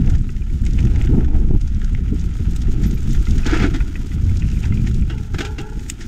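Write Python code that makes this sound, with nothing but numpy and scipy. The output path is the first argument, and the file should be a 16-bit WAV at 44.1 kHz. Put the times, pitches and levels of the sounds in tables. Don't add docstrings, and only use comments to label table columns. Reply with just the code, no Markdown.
import sys
import numpy as np
from scipy import signal
from scipy.fft import rfft, irfft
from scipy.io import wavfile
from scipy.ndimage import uniform_filter1d

SR = 44100
rng = np.random.default_rng(int(sys.argv[2]) if len(sys.argv) > 2 else 0)


def store_wav(level_fs):
    pcm = np.round(np.clip(np.atleast_2d(level_fs), -1, 1) * 32767)
    wavfile.write(sys.argv[1], SR, pcm.T.astype(np.int16))


N = 267687

# (time [s], crunch level [dB], hiss level of grit and grass [dB])
GRAVEL = [(0, -45.5, -56), (.25, -51.5, -55), (.55, -52, -53.5), (.88, -46, -52), (1.03, -42, -50),
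          (1.15, -50, -57), (1.45, -52, -56.5), (2.0, -48.5, -56), (2.4, -46.5, -51), (2.95, -46.5, -50),
          (3.36, -44, -44), (3.48, -41, -53), (3.62, -38, -47), (3.79, -45, -50), (4.2, -47.5, -50),
          (4.65, -46.5, -48), (5.3, -52, -53), (6.07, -49, -51)]
# (frequency [Hz], level per Hz [dB])
RUMBLE_SPECTRUM = [(40, -38), (80, -9), (115, 4), (160, -1.5), (225, -4), (285, -26), (400, -26),
                   (800, -86)]
FLUTTER_SPECTRUM = [(130, -34), (215, -2), (280, 3), (335, -2), (395, -8), (500, -16.5), (750, -39.5),
                    (1200, -42), (2500, -64.5)]
KNOCK_SPECTRUM = [(300, -30), (750, 10), (1050, 1), (1500, 4.5), (2600, 10), (3500, 10.5), (6000, -51.5),
                  (12000, -33)]
TICK_SPECTRUM = [(1500, -33.5), (3500, 9.5), (5500, 9), (8200, -2), (10000, -11.5), (15000, -31)]
CLACK_SPECTRUM = [(250, 13), (500, 16.5), (800, 2), (1500, 4.5), (2200, 5.5), (3200, -2.5), (4500, -0.5),
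                  (7000, -16.5), (15000, -46)]


def from_db(db):
    return 10 ** (np.asarray(db) / 20)


def rms_one(x):
    return x / np.sqrt(np.mean(x ** 2) + 1e-20)


def gains_in_time(rows):
    times, *columns = np.transpose(rows)
    t = np.arange(N) / SR
    return [from_db(np.interp(t, times, column)) for column in columns]


def passing_gain(rows):
    t = np.arange(N) / SR
    inside = 1. * (t > rows[0][0]) * (t < rows[-1][0])
    return gains_in_time(rows)[0] * uniform_filter1d(inside, size=400)


def bell(middle, half):
    t = np.arange(N) / SR
    return np.exp(-np.minimum(((t - middle) / half) ** 2, 20))


def swell(s, rise, fall):
    t = np.arange(N) / SR - s
    return np.clip(t / rise, 0, 1) * np.exp(-np.clip((t - rise) / fall, 0, 20))


def drift(rate):
    pole = np.exp(-2 * np.pi * rate / SR)
    noise = rng.standard_normal(N + SR)
    return rms_one(signal.lfilter([1], [1, -2 * pole, pole * pole], noise)[SR:])


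def add(track, s, sound):
    start = int(np.clip(s * SR, 0, N - 1))
    track[start:start + len(sound)] += sound[:N - start]


def stretch(texture, size):
    start = rng.integers(len(texture) - size)
    return texture[start:start + size]


def case(x):
    # (frequency [Hz], width [Hz], peak or dip level [dB])
    case_peaks = [(559, 40, -33), (830, 190, 2.5), (1105, 58, -22.5), (1350, 410, 9), (4310, 1220, -6.5),
                  (6750, 740, 5.5), (11100, 2300, -5), (12530, 740, 9.5)]
    for hz, width, db in case_peaks:
        gain = from_db(db / 2)
        angle = 2 * np.pi * hz / SR
        alpha = np.sin(angle) * width / hz / 2
        middle = -2 * np.cos(angle)
        x = signal.lfilter([1 + alpha * gain, middle, 1 - alpha * gain],
                           [1 + alpha / gain, middle, 1 - alpha / gain], x)
    return x


def heard(x, spectrum, size=8192):
    hz, db = np.transpose(spectrum)
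    grid = np.maximum(np.fft.rfftfreq(size, 1 / SR), 1)
    cepstrum = irfft(np.log(from_db(np.interp(np.log(grid), np.log(hz), db))))
    positive = cepstrum[:size // 2] * (np.arange(size // 2) > 0)
    response = irfft(np.exp(2 * rfft(positive, size)))
    looped = np.concatenate([x[-size:], x])
    return rms_one(case(signal.fftconvolve(looped, response))[size:size + N])


def resonant(x, hz, width):
    peak = signal.iirpeak(hz, hz / width, fs=SR)
    once = signal.lfilter(*peak, x)
    return rms_one(signal.lfilter(*peak, once))


def evened(x, seconds):
    power = uniform_filter1d(x ** 2, max(int(seconds * SR), 2))
    return x / np.sqrt(power + 1e-6)


def grains(per_s, spread_db):
    sizes = from_db(spread_db * np.minimum(rng.exponential(1, N), 4))
    signs = rng.choice([-1, 1], N)
    return rms_one(sizes * signs * (rng.random(N) < per_s / SR))


def burst(t60, rise, tail_db, tail_t60):
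    t = np.arange(SR // 3) / SR
    build_up = 1 - np.exp(-(t / rise) ** 2)
    decay = from_db(-60 * t / t60) + from_db(tail_db - 60 * t / tail_t60)
    shape = build_up * decay
    return shape / shape.max()


def scuffed(shape, lead, scuff_db, swell_s):
    before = int(lead * SR)
    t = np.arange(-before, len(shape)) / SR
    scrape = from_db(scuff_db) * np.exp(-np.abs(t - .002) / swell_s)
    return np.maximum(np.pad(shape, (before, 0)), scrape)


def struck(texture, shape):
    return rms_one(stretch(texture, len(shape)) * shape) * np.sqrt(np.mean(shape ** 2))


def frame(contacts):
    # (frequency [Hz], width [Hz], relative level [dB])
    frame_modes = [(330, 14, 0), (820, 49, 6.5), (1505, 45, 15), (1649, 62, 10.5), (2120, 130, 9.5),
                   (2500, 130, 6), (3270, 77, 11)]
    return rms_one(sum(from_db(db) * resonant(contacts, hz, width) for hz, width, db in frame_modes))


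def wind_and_rumble():
    # (time [s], buffet level [dB])
    airflow = [(0, -15.5), (.12, -7), (.28, -20), (.44, -14), (.55, -14), (.8, -13), (1.45, -10.5),
               (1.7, -13.5), (2.3, -18), (3.02, -14), (3.33, -11), (3.82, -16.5), (3.9, -22), (4.12, -19.5),
               (4.33, -17.5), (5.0, -14.5), (5.22, -24.5), (6.07, -26.5)]
    # (time [s], rumble level [dB])
    roughness = [(0, -19), (.45, -29), (.75, -23.5), (1.4, -25), (1.65, -31.5), (2.05, -25), (2.33, -27.5),
                 (2.86, -24.5), (3.0, -26.5), (3.62, -25), (3.95, -33.5), (4.3, -25), (4.62, -23),
                 (4.76, -19), (5.0, -20), (5.1, -26.5), (5.55, -33), (6.07, -37)]
    # (middle time [s], tyre drum level [dB], air jolt level [dB])
    drops = [(0.019, -12.5, -27), (0.206, -18.5, -17), (.55, -21.5, -12), (.63, -20, -11.5),
             (.76, -22, -9.5), (.85, -12.5, -8), (1.357, -40.5, -4.5), (1.55, -31, -5), (1.65, -26, -11.5),
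             (1.77, -24, -28), (1.834, -35.5, -11), (1.941, -22.5, -11.5), (2.41, -21.5, -23),
             (2.487, -22, -12), (2.69, -20.5, -8.5), (2.76, -25.5, -23), (2.851, -16, -10.5),
             (2.939, -17, -22), (3.1, -16.5, -12), (3.187, -22, -8), (3.308, -19, -8.5), (3.366, -19, -16),
             (3.63, -13.5, -18), (3.719, -20, -17), (3.821, -25, -11), (4.0, -25.5, -17.5),
             (4.16, -20.5, -23), (4.252, -18, -13), (4.31, -23.5, -11.5), (4.46, -16.5, -11.5),
             (4.57, -30, -14.5), (4.73, -14.5, -14), (4.85, -22.5, -19), (5.021, -20, -10),
             (5.179, -22.5, -26), (5.361, -23, -13.5), (5.521, -36, -20), (5.61, -26.5, -27),
             (5.77, -28, -19.5)]
    # (time [s], flutter level [dB])
    flutter_level = [(0, -44.5), (.45, -37), (1.1, -30.5), (1.7, -37.5), (2.3, -36.5), (2.8, -34.5),
                     (3.9, -31), (4.35, -39), (4.9, -35.5), (5.27, -41), (6.07, -29)]
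    # (frequency [Hz], level per Hz [dB])
    buffet_spectrum = [(3, -35), (12, -3), (22, 2), (40, -1), (70, -3.5), (100, -13), (150, -28),
                       (300, -55), (600, -90)]
    flutter_follows = 0.59
    bump_half_s = 0.032

    buffet, rumble = gains_in_time(airflow)[0], gains_in_time(roughness)[0]
    for s, drum_db, jolt_db in drops:
        bump = bell(s, bump_half_s)
        rumble = np.maximum(rumble, from_db(drum_db) * bump)
        buffet = np.maximum(buffet, from_db(jolt_db) * bump)
    flutter = gains_in_time(flutter_level)[0] * (rumble / rumble.mean()) ** flutter_follows
    eddies = evened(heard(rng.standard_normal(N), buffet_spectrum), seconds=0.0587)
    drumming = evened(heard(rng.standard_normal(N), RUMBLE_SPECTRUM), seconds=0.0421)
    uneven_air = rng.standard_normal(N) * from_db(4.4 * drift(51))
    puffs = evened(heard(uneven_air, FLUTTER_SPECTRUM), seconds=0.085)
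    return buffet * eddies + rumble * drumming + flutter * puffs


def soil():
    # (time [s], boom level [dB])
    soil_level = [(4.15, -25), (4.27, -15), (4.6, -29), (4.78, -23), (5.1, -28), (5.35, -23), (5.47, -31)]
    boom = resonant(rng.standard_normal(N), hz=87, width=28)
    return passing_gain(soil_level) * evened(boom, seconds=0.04)


def gust_gains():
    # (middle time [s], half length [s], flutter level [dB], tearing level [dB])
    gust_rows = [(.003, 0.0097, -28.5, -53), (0.1, 0.06, -30, -41.5), (0.836, 0.072, -33, -45.5),
                 (0.984, 0.079, -37.5, -44.5), (1.105, 0.019, -22, -53), (1.144, 0.017, -16.5, -36),
                 (1.184, 0.016, -17.5, -34.5), (1.222, 0.021, -25, -39.5), (1.286, 0.01, -34, -42),
                 (1.341, 0.034, -25.5, -35.5), (1.43, 0.067, -29, -49.5), (1.51, 0.0069, -22, -35.5),
                 (1.552, 0.02, -22.5, -43), (2.131, 0.015, -20, -67), (2.84, 0.16, -30.5, -53.5)]
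    middle, half, flutter_db, tear_db = np.transpose(gust_rows)
    bells = bell(middle[:, None], half[:, None])
    return from_db(flutter_db) @ bells, from_db(tear_db) @ bells


def gusts():
    # (frequency [Hz], level per Hz [dB])
    tear_spectrum = [(300, -15.5), (480, 14), (700, 5.5), (980, -6), (1500, -19.5), (2500, -15),
                     (6000, -51)]
    boom_db = 5
    flutter, tear = gust_gains()
    boom = evened(heard(rng.standard_normal(N), RUMBLE_SPECTRUM), seconds=0.0221)
    puffs = evened(heard(rng.standard_normal(N), FLUTTER_SPECTRUM), seconds=0.02)
    on_crests = rng.standard_normal(N) * from_db(6 * boom)
    rips = evened(heard(on_crests, tear_spectrum), seconds=.03)
    return flutter * (puffs + from_db(boom_db) * boom) + tear * rips


def lulls():
    # (middle time [s], half length [s], depth [dB])
    lull_rows = [(0.112, 0.0071, 7), (0.325, 0.023, 4), (0.454, 0.052, 5.5), (0.589, 0.022, 9),
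                 (1.328, 0.013, 9), (1.599, 0.021, 6), (1.684, 0.022, 5.5), (1.82, 0.014, 4.5),
                 (2.27, 0.013, -3), (2.337, 0.015, 5.5), (2.997, 0.059, 3.5), (3.262, 0.013, 13),
                 (3.447, 0.018, 5), (4.091, 0.0078, 8), (4.61, 0.014, 3), (5.265, 0.02, 4.5),
                 (5.68, 0.019, 5), (5.972, 0.024, 7.5)]
    middle, half, depth_db = np.transpose(lull_rows)
    return from_db(-depth_db @ bell(middle[:, None], half[:, None]))


def cable():
    # (time [s], chatter level [dB])
    chatter_level = [(4.35, -52), (4.6, -54.5), (4.8, -53), (5.06, -61)]
    low, high = grains(45, spread_db=1.5), grains(45, spread_db=1.5)
    pings = resonant(low, 2430, width=330) + resonant(high, 2780, width=270)
    return passing_gain(chatter_level) * rms_one(pings)


def squeaks():
    # (time [s], middle pitch [Hz], level [dB], length [s])
    squeak_rows = [(1.14, 13500, -69, .04), (2.544, 13350, -58, 0.027), (2.859, 13250, -44, 0.046),
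                   (2.941, 13900, -43, 0.023), (3.127, 13600, -49, 0.032)]
    out, waver = np.zeros(N), drift(300)
    for s, hz, db, length in squeak_rows:
        along = np.linspace(0, 1, int(length * SR))
        wobble = 0.0096 * np.roll(waver, -int(s * SR))[:len(along)]
        pitch = hz * (1 + .015 * (along - .5) + wobble)
        tone = np.sin(2 * np.pi * np.cumsum(pitch) / SR)
        add(out, s, from_db(db) * np.sin(np.pi * np.sqrt(along)) * tone)
    return out


def brake():
    # (time [s], hum level [dB], fading time constant [s])
    jolts = [(5.101, -40.5, 0.18), (5.405, -29, 0.078), (5.595, -35, .12)]
    # (multiple of the hum's mean pitch, width before the slide [Hz], relative level [dB])
    disc = [(.46, 12, -0.5), (0.504, 8.4, 6), (1, 49, 1.5), (1.09, 15, -7.5), (1.63, 24, -2),
            (1.77, 37, -5.5), (1.96, 25, -7)]
    # (time [s], pitch of its reference ring, multiple 1 [Hz])
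    hum_pitch = [(5.11, 892.5), (5.189, 848.7), (5.3, 830), (5.405, 788), (5.48, 850), (5.549, 849),
                 (5.605, 804), (5.68, 865.6), (5.73, 851.7), (5.8, 858.6)]
    rise_s, rough_db = 0.011, 1.8

    times, hz = np.transpose(hum_pitch)
    mean_hz = hz.mean()
    rub, samples = rng.standard_normal(N), np.arange(N)
    hum = sum(from_db(db) * evened(resonant(rub, multiple * mean_hz, width), seconds=0.042)
              for multiple, width, db in disc)
    speed = np.interp(samples / SR, times, hz) / mean_hz
    sliding = np.interp(np.cumsum(speed) % N, samples, hum)
    grazing = rms_one(sliding * from_db(rough_db * drift(52)))
    return sum(from_db(db) * swell(s, rise_s, fall) for s, db, fall in jolts) * grazing


def rocks():
    # (time [s], rattle level [dB])
    rattle_level = [(3.452, -33), (3.468, -31.5), (3.524, -29.5), (3.542, -26.5), (3.58, -33),
                    (3.644, -27.5), (3.71, -53)]
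    contacts = grains(9000, spread_db=1.5) * from_db(1.2 * drift(90))
    shaking = heard(contacts, CLACK_SPECTRUM) + from_db(-11) * frame(contacts)
    return from_db(5.5) * passing_gain(rattle_level) * evened(shaking, seconds=0.02)


def clatter():
    # (time [s], clack level [dB], clack pitch [Hz], treble level [dB], thud level [dB],
    # build-up [s], rattle t60 [s])
    slaps = [(3.461, -39, 2500, -26.5, -14.5, 0.0042, 0.041), (3.529, -24, 1540, -44, -10.5, 0.0029, 0.045),
             (3.539, -24.5, 1800, -39, -33, 0.0045, .09), (3.562, -38, 1800, -45, -19.5, 0.0022, 0.07),
             (3.618, -25.5, 2090, -36, -43, 0.0043, 0.086), (3.639, -25, 1780, -56, -12.5, 0.0053, 0.11),
             (3.737, -29, 1930, -35.5, -19, 0.0064, 0.088), (5.098, -28.5, 2870, -44, -26.5, 0.0013, 0.16),
             (5.3413, -28, 1640, -39.5, -25, 0.0035, 0.028), (5.3838, -24, 2340, -28.5, -23, 0.0039, 0.035),
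             (5.4031, -20.5, 2790, -28.5, -23.5, 0.0028, 0.081),
             (5.4469, -29, 2360, -32, -35, 0.0029, 0.098), (5.582, -26.5, 2770, -36.5, -26, 0.0019, 0.11)]
    # (frequency [Hz], level per Hz [dB])
    jingle_spectrum = [(1800, -0.5), (3500, 21.5), (4800, 19), (7000, 8.5), (8500, 5), (10000, -9),
                       (14000, -8), (16000, -83)]
    thud_spectrum = [(80, -42), (200, 5.5), (330, 14.5), (450, -11.5), (700, -7), (2000, -78.5)]
    frame_share = 0.49

    out, lead = np.zeros(N), .02
    contacts = grains(12000, spread_db=.5)
    clacks = heard(contacts, CLACK_SPECTRUM)
    jingle = heard(contacts, jingle_spectrum)
    thud = heard(contacts, thud_spectrum)
    ringing = frame(contacts)
    for s, clack_db, hz, treble_db, thud_db, rise, t60 in slaps:
        blow = burst(max(t60, .01), rise, tail_db=-12.0, tail_t60=0.16)
        shape = scuffed(blow, lead, scuff_db=-12, swell_s=.005)
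        broad = stretch(clacks, size=SR // 2)
        pitched = resonant(broad, hz, width=280)
        clack = rms_one(broad + 0.5 * pitched + frame_share * stretch(ringing, size=SR // 2))
        for texture, db in ((clack, clack_db), (jingle, treble_db), (thud, thud_db)):
            add(out, s - lead, from_db(db) * struck(texture, shape))
    return out


def knocks():
    # (time [s], level of each of the four tube modes [dB] x 4, rebound delay [s])
    knock_rows = [(0.291, -56, -33, -38, -30.5, .0022), (0.42, -67, -57, -52, -34.5, 0.0037),
                  (2.972, -54, -55, -40, -32, 0.0038), (3.2686, -48, -29, -29, -29, 0.0022),
                  (3.433, -58, -48, -43, -28.5, 0.002), (3.804, -36, -26.5, -29.5, -24, 0.0043),
                  (3.955, -58, -46, -26.5, -25, 0.0038), (4.116, -56, -42, -33, -36, 0.0033),
                  (4.292, -60, -56, -37, -37, 0.0022), (4.421, -52.5, -39, -33, -26, 0.0043),
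                  (4.572, -58, -46, -35, -31.5, 0.0032), (4.638, -38, -41, -35, -23.5, 0.0049),
                  (4.722, -49, -31.5, -30.5, -36, 0.00199), (4.7725, -56, -46, -43, -26.5, .003),
                  (5.022, -60, -57, -52.5, -31, 0.0052), (5.343, -58, -42, -31, -29, .003),
                  (5.384, -51, -38, -38, -24, 0.0053), (5.4053, -50, -29, -30, -30, 0.0064),
                  (5.451, -53, -38, -39, -30, 0.00335)]
    # (frequency [Hz], t60 [s])
    tube = [(950, 0.082), (1430, 0.034), (2000, 0.045), (2470, 0.022)]
    rebound_db, contact_db = -3, -7
    rise_s, detune = .0007, .04

    out, t = np.zeros(N), np.arange(SR // 10) / SR
    hz, t60 = np.transpose(tube)[:, :, None]
    dying = from_db(-60 * t / t60) * (1 - np.exp(-t / rise_s))
    clack = heard(rng.standard_normal(N), KNOCK_SPECTRUM)
    touch = from_db(-60 * t / .014)
    for s, *mode_db, rebound in knock_rows:
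        add(out, s, from_db(max(mode_db) + contact_db) * struck(clack, touch))
        for delay, db in ((0, 0), (rebound, rebound_db)):
            pitch = hz * (1 + detune * rng.standard_normal(hz.shape))
            rings = dying * np.sin(2 * np.pi * pitch * t)
            add(out, s + delay, from_db(db) * from_db(mode_db) @ rings)
    return out


def pebbles(count=60):
    per_s, hz, t60 = 12, 2000, 0.016
    knock_db, tick_db, spread_db = 5.5, -1, 9.5
    times, crunch_db, _ = np.transpose(GRAVEL)
    place, chance = rng.random((2, count))
    knock, tick, octaves = rng.uniform(-1, 1, (3, count))
    s = place * N / SR
    db = np.interp(s, times, crunch_db)
    rows = np.transpose([s, db + knock_db + spread_db * knock, hz * 2 ** (octaves / 2),
                         db + tick_db + spread_db * tick, np.full(count, t60)])
    return list(rows[chance < per_s * N / SR / count])


def stones():
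    # (time [s], knock peak level [dB], knock pitch [Hz], tick level [dB],
    # scatter t60, held to 0.008 or more [s])
    loud_stones = [(0.074, -27, 1870, -46, 0.022), (0.0968, -31.5, 1590, -39.5, 0.071),
                   (0.137, -32, 1490, -46, 0.024), (0.1502, -31, 1780, -39.5, 0.029),
                   (0.302, -53, 2090, -44.5, 0.017), (.365, -35, 2120, -46, 0.02),
                   (0.754, -39, 1800, -53, 0.02), (0.804, -45, 2000, -40, 0.016),
                   (.499, -36.5, 2000, -57, .03), (0.637, -35, 1700, -52, .016),
                   (0.8694, -28, 2400, -46, 0.016), (1.8772, -34, 1800, -59, .012),
                   (2.368, -38, 1700, -56, 0.015), (2.67, -34.5, 2000, -55, .014),
                   (0.6635, -25.5, 2190, -33.5, 0.031), (0.733, -51, 1560, -36, 0.016),
                   (0.707, -42, 2400, -42, 0.031), (0.787, -22, 2130, -41, 0.045),
                   (0.851, -28.5, 1420, -38.5, 0.023), (0.959, -25.5, 1900, -40, 0.028),
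                   (1.013, -20, 2080, -44, 0.017), (1.071, -25, 1600, -61, 0.023),
                   (1.206, -30, 1540, -49, 0.037), (1.245, -30.5, 1470, -46, 0.04),
                   (1.347, -34, 1440, -61, 0.028), (1.746, -57, 1770, -42, 0.015),
                   (2.337, -51, 2050, -45, 0.029), (1.6117, -41, 2200, -38.5, 0.031),
                   (1.674, -40.5, 1440, -43, 0.064), (1.816, -28.5, 1520, -47, 0.011),
                   (1.8445, -36, 1500, -37, 0.025), (1.9485, -22, 2000, -44, 0.012),
                   (2.1925, -48, 1890, -42, 0.07), (2.561, -47, 1410, -37.5, 0.041),
                   (2.617, -37, 1830, -35.5, 0.035), (2.834, -28, 1940, -38, 0.2),
                   (2.91, -35, 2030, -33.5, 0.01), (3.1048, -48, 1460, -39.5, 0.25),
                   (3.1475, -26.5, 1730, -50, 0.085), (3.3076, -59, 2070, -30, 0.017),
                   (3.379, -30, 1940, -34.5, 0.027), (3.511, -33, 2000, -30, 0.014),
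                   (3.572, -21, 2460, -33, 0.03), (3.599, -18, 1900, -39, 0.049),
                   (3.632, -17.5, 2110, -42, 0.033), (3.679, -33, 2300, -43, 0.02),
                   (4.3703, -41, 2610, -33.5, 0.013), (4.395, -39, 1430, -39, 0.045),
                   (4.486, -29, 1830, -42, 0.023), (4.632, -28.5, 2400, -45, 0.055),
                   (4.653, -26.5, 1600, -38, 0.048), (4.742, -42, 1380, -42, 0.023),
                   (4.5145, -36, 2400, -39, .016), (4.8703, -22, 1920, -36, 0.042),
                   (4.943, -44, 2580, -37.5, 0.025), (5.18, -32, 2240, -45.5, 0.04),
                   (5.417, -21.5, 2870, -44, 0.0078), (5.467, -25, 2600, -51, 0.023),
                   (5.7568, -42, 2000, -55, .015), (5.605, -35, 2500, -43, 0.0093),
                   (6.0081, -27.5, 1820, -38, 0.15)]
    out, lead = np.zeros(N), .02
    knocking = heard(grains(6000, spread_db=2.0), KNOCK_SPECTRUM)
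    ticking = heard(grains(5000, spread_db=3.5), TICK_SPECTRUM)
    for s, knock_db, hz, tick_db, t60 in loud_stones + pebbles():
        blow = burst(max(t60, .008), rise=.001, tail_db=-25, tail_t60=.28)
        shape = scuffed(blow, lead, scuff_db=-7.5, swell_s=0.2 * np.clip(t60, .008, .04))
        contact = stretch(knocking, size=SR // 2)
        knock = struck(resonant(contact, hz, width=850) + contact, shape)
        tick = struck(ticking, shape)
        add(out, s - lead, from_db(knock_db) * knock / np.abs(knock).max() + from_db(tick_db) * tick)
    return out


def snaps():
    # (time [s], level [dB])
    snap_rows = [(.099, -37), (0.19, -45), (.2114, -47), (.2198, -47), (.5125, -62), (.617, -43),
                 (.6514, -35), (.803, -40), (1.0212, -36), (1.0583, -40), (1.7955, -47), (1.931, -44.5),
                 (2.1438, -44), (2.305, -47), (2.509, -46), (2.5622, -30.5), (2.8217, -46), (3.0036, -40),
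                 (3.03, -39), (3.0925, -41), (3.131, -32), (3.227, -39), (3.334, -41), (3.8483, -48),
                 (4.623, -48), (5.012, -43), (5.6135, -38), (5.699, -44), (5.805, -43), (5.899, -15)]
    # (frequency [Hz], level per Hz [dB])
    snap_spectrum = [(900, -35), (1900, -1), (4500, 1), (6200, -0.5), (7200, 3.5), (8300, 2.5),
                     (9500, -11.5), (13500, -13), (15500, -14)]
    out, lead = np.zeros(N), .03
    crack = heard(rng.standard_normal(N), snap_spectrum)
    blow = burst(0.019, rise=0.00029, tail_db=-17, tail_t60=0.051)
    shape = scuffed(blow, lead, scuff_db=-15.5, swell_s=0.011)
    for s, db in snap_rows:
        add(out, s - lead, from_db(db) * struck(crack, shape))
    return out


def gravel():
    # (frequency [Hz], level per Hz [dB])
    crunch_spectrum = [(200, -34.5), (500, 17.5), (800, 4), (1400, 3), (2200, 5.5), (3200, 3), (4500, -0.5),
                       (8000, -12.5), (15000, -26.5)]
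    hiss_spectrum = [(1500, -28), (3000, -1), (4300, 3), (6800, -3), (8700, -6), (10000, -11), (13000, -14),
                     (15500, -18)]
    crunch, hiss = gains_in_time(GRAVEL)
    clumps = drift(49)
    grinding = grains(3500, spread_db=-0.5) * from_db(2.0 * clumps + 1.0 * drift(31))
    coarse = evened(heard(grinding, crunch_spectrum), seconds=0.19)
    spray = grains(9000, spread_db=2.5) * from_db(0.37 * clumps + 3.5 * drift(27))
    fine = evened(heard(spray, hiss_spectrum), seconds=0.4)
    chips = heard(grains(70, spread_db=2.6), TICK_SPECTRUM)
    pops = heard(grains(110, spread_db=2.2), crunch_spectrum)
    return crunch * (0.83 * coarse + from_db(-5.5) * pops) + hiss * (0.8 * fine + from_db(-10.5) * chips)


def scene():
    bike = stones() + knocks() + clatter() + rocks() + cable() + brake() + squeaks()
    air_and_ground = lulls() * (wind_and_rumble() + soil() + gusts())
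    return (air_and_ground + gravel() + snaps() + bike)[None]


def record(dry):
    cutoff_hz = 15600
    rounded = 1.408 * np.tanh(dry / 1.65)
    low_pass = signal.ellip(10, .1, 90, cutoff_hz, fs=SR, output="sos")
    return signal.sosfilt(low_pass, rounded)


dry = scene()
out = record(dry)
store_wav(out)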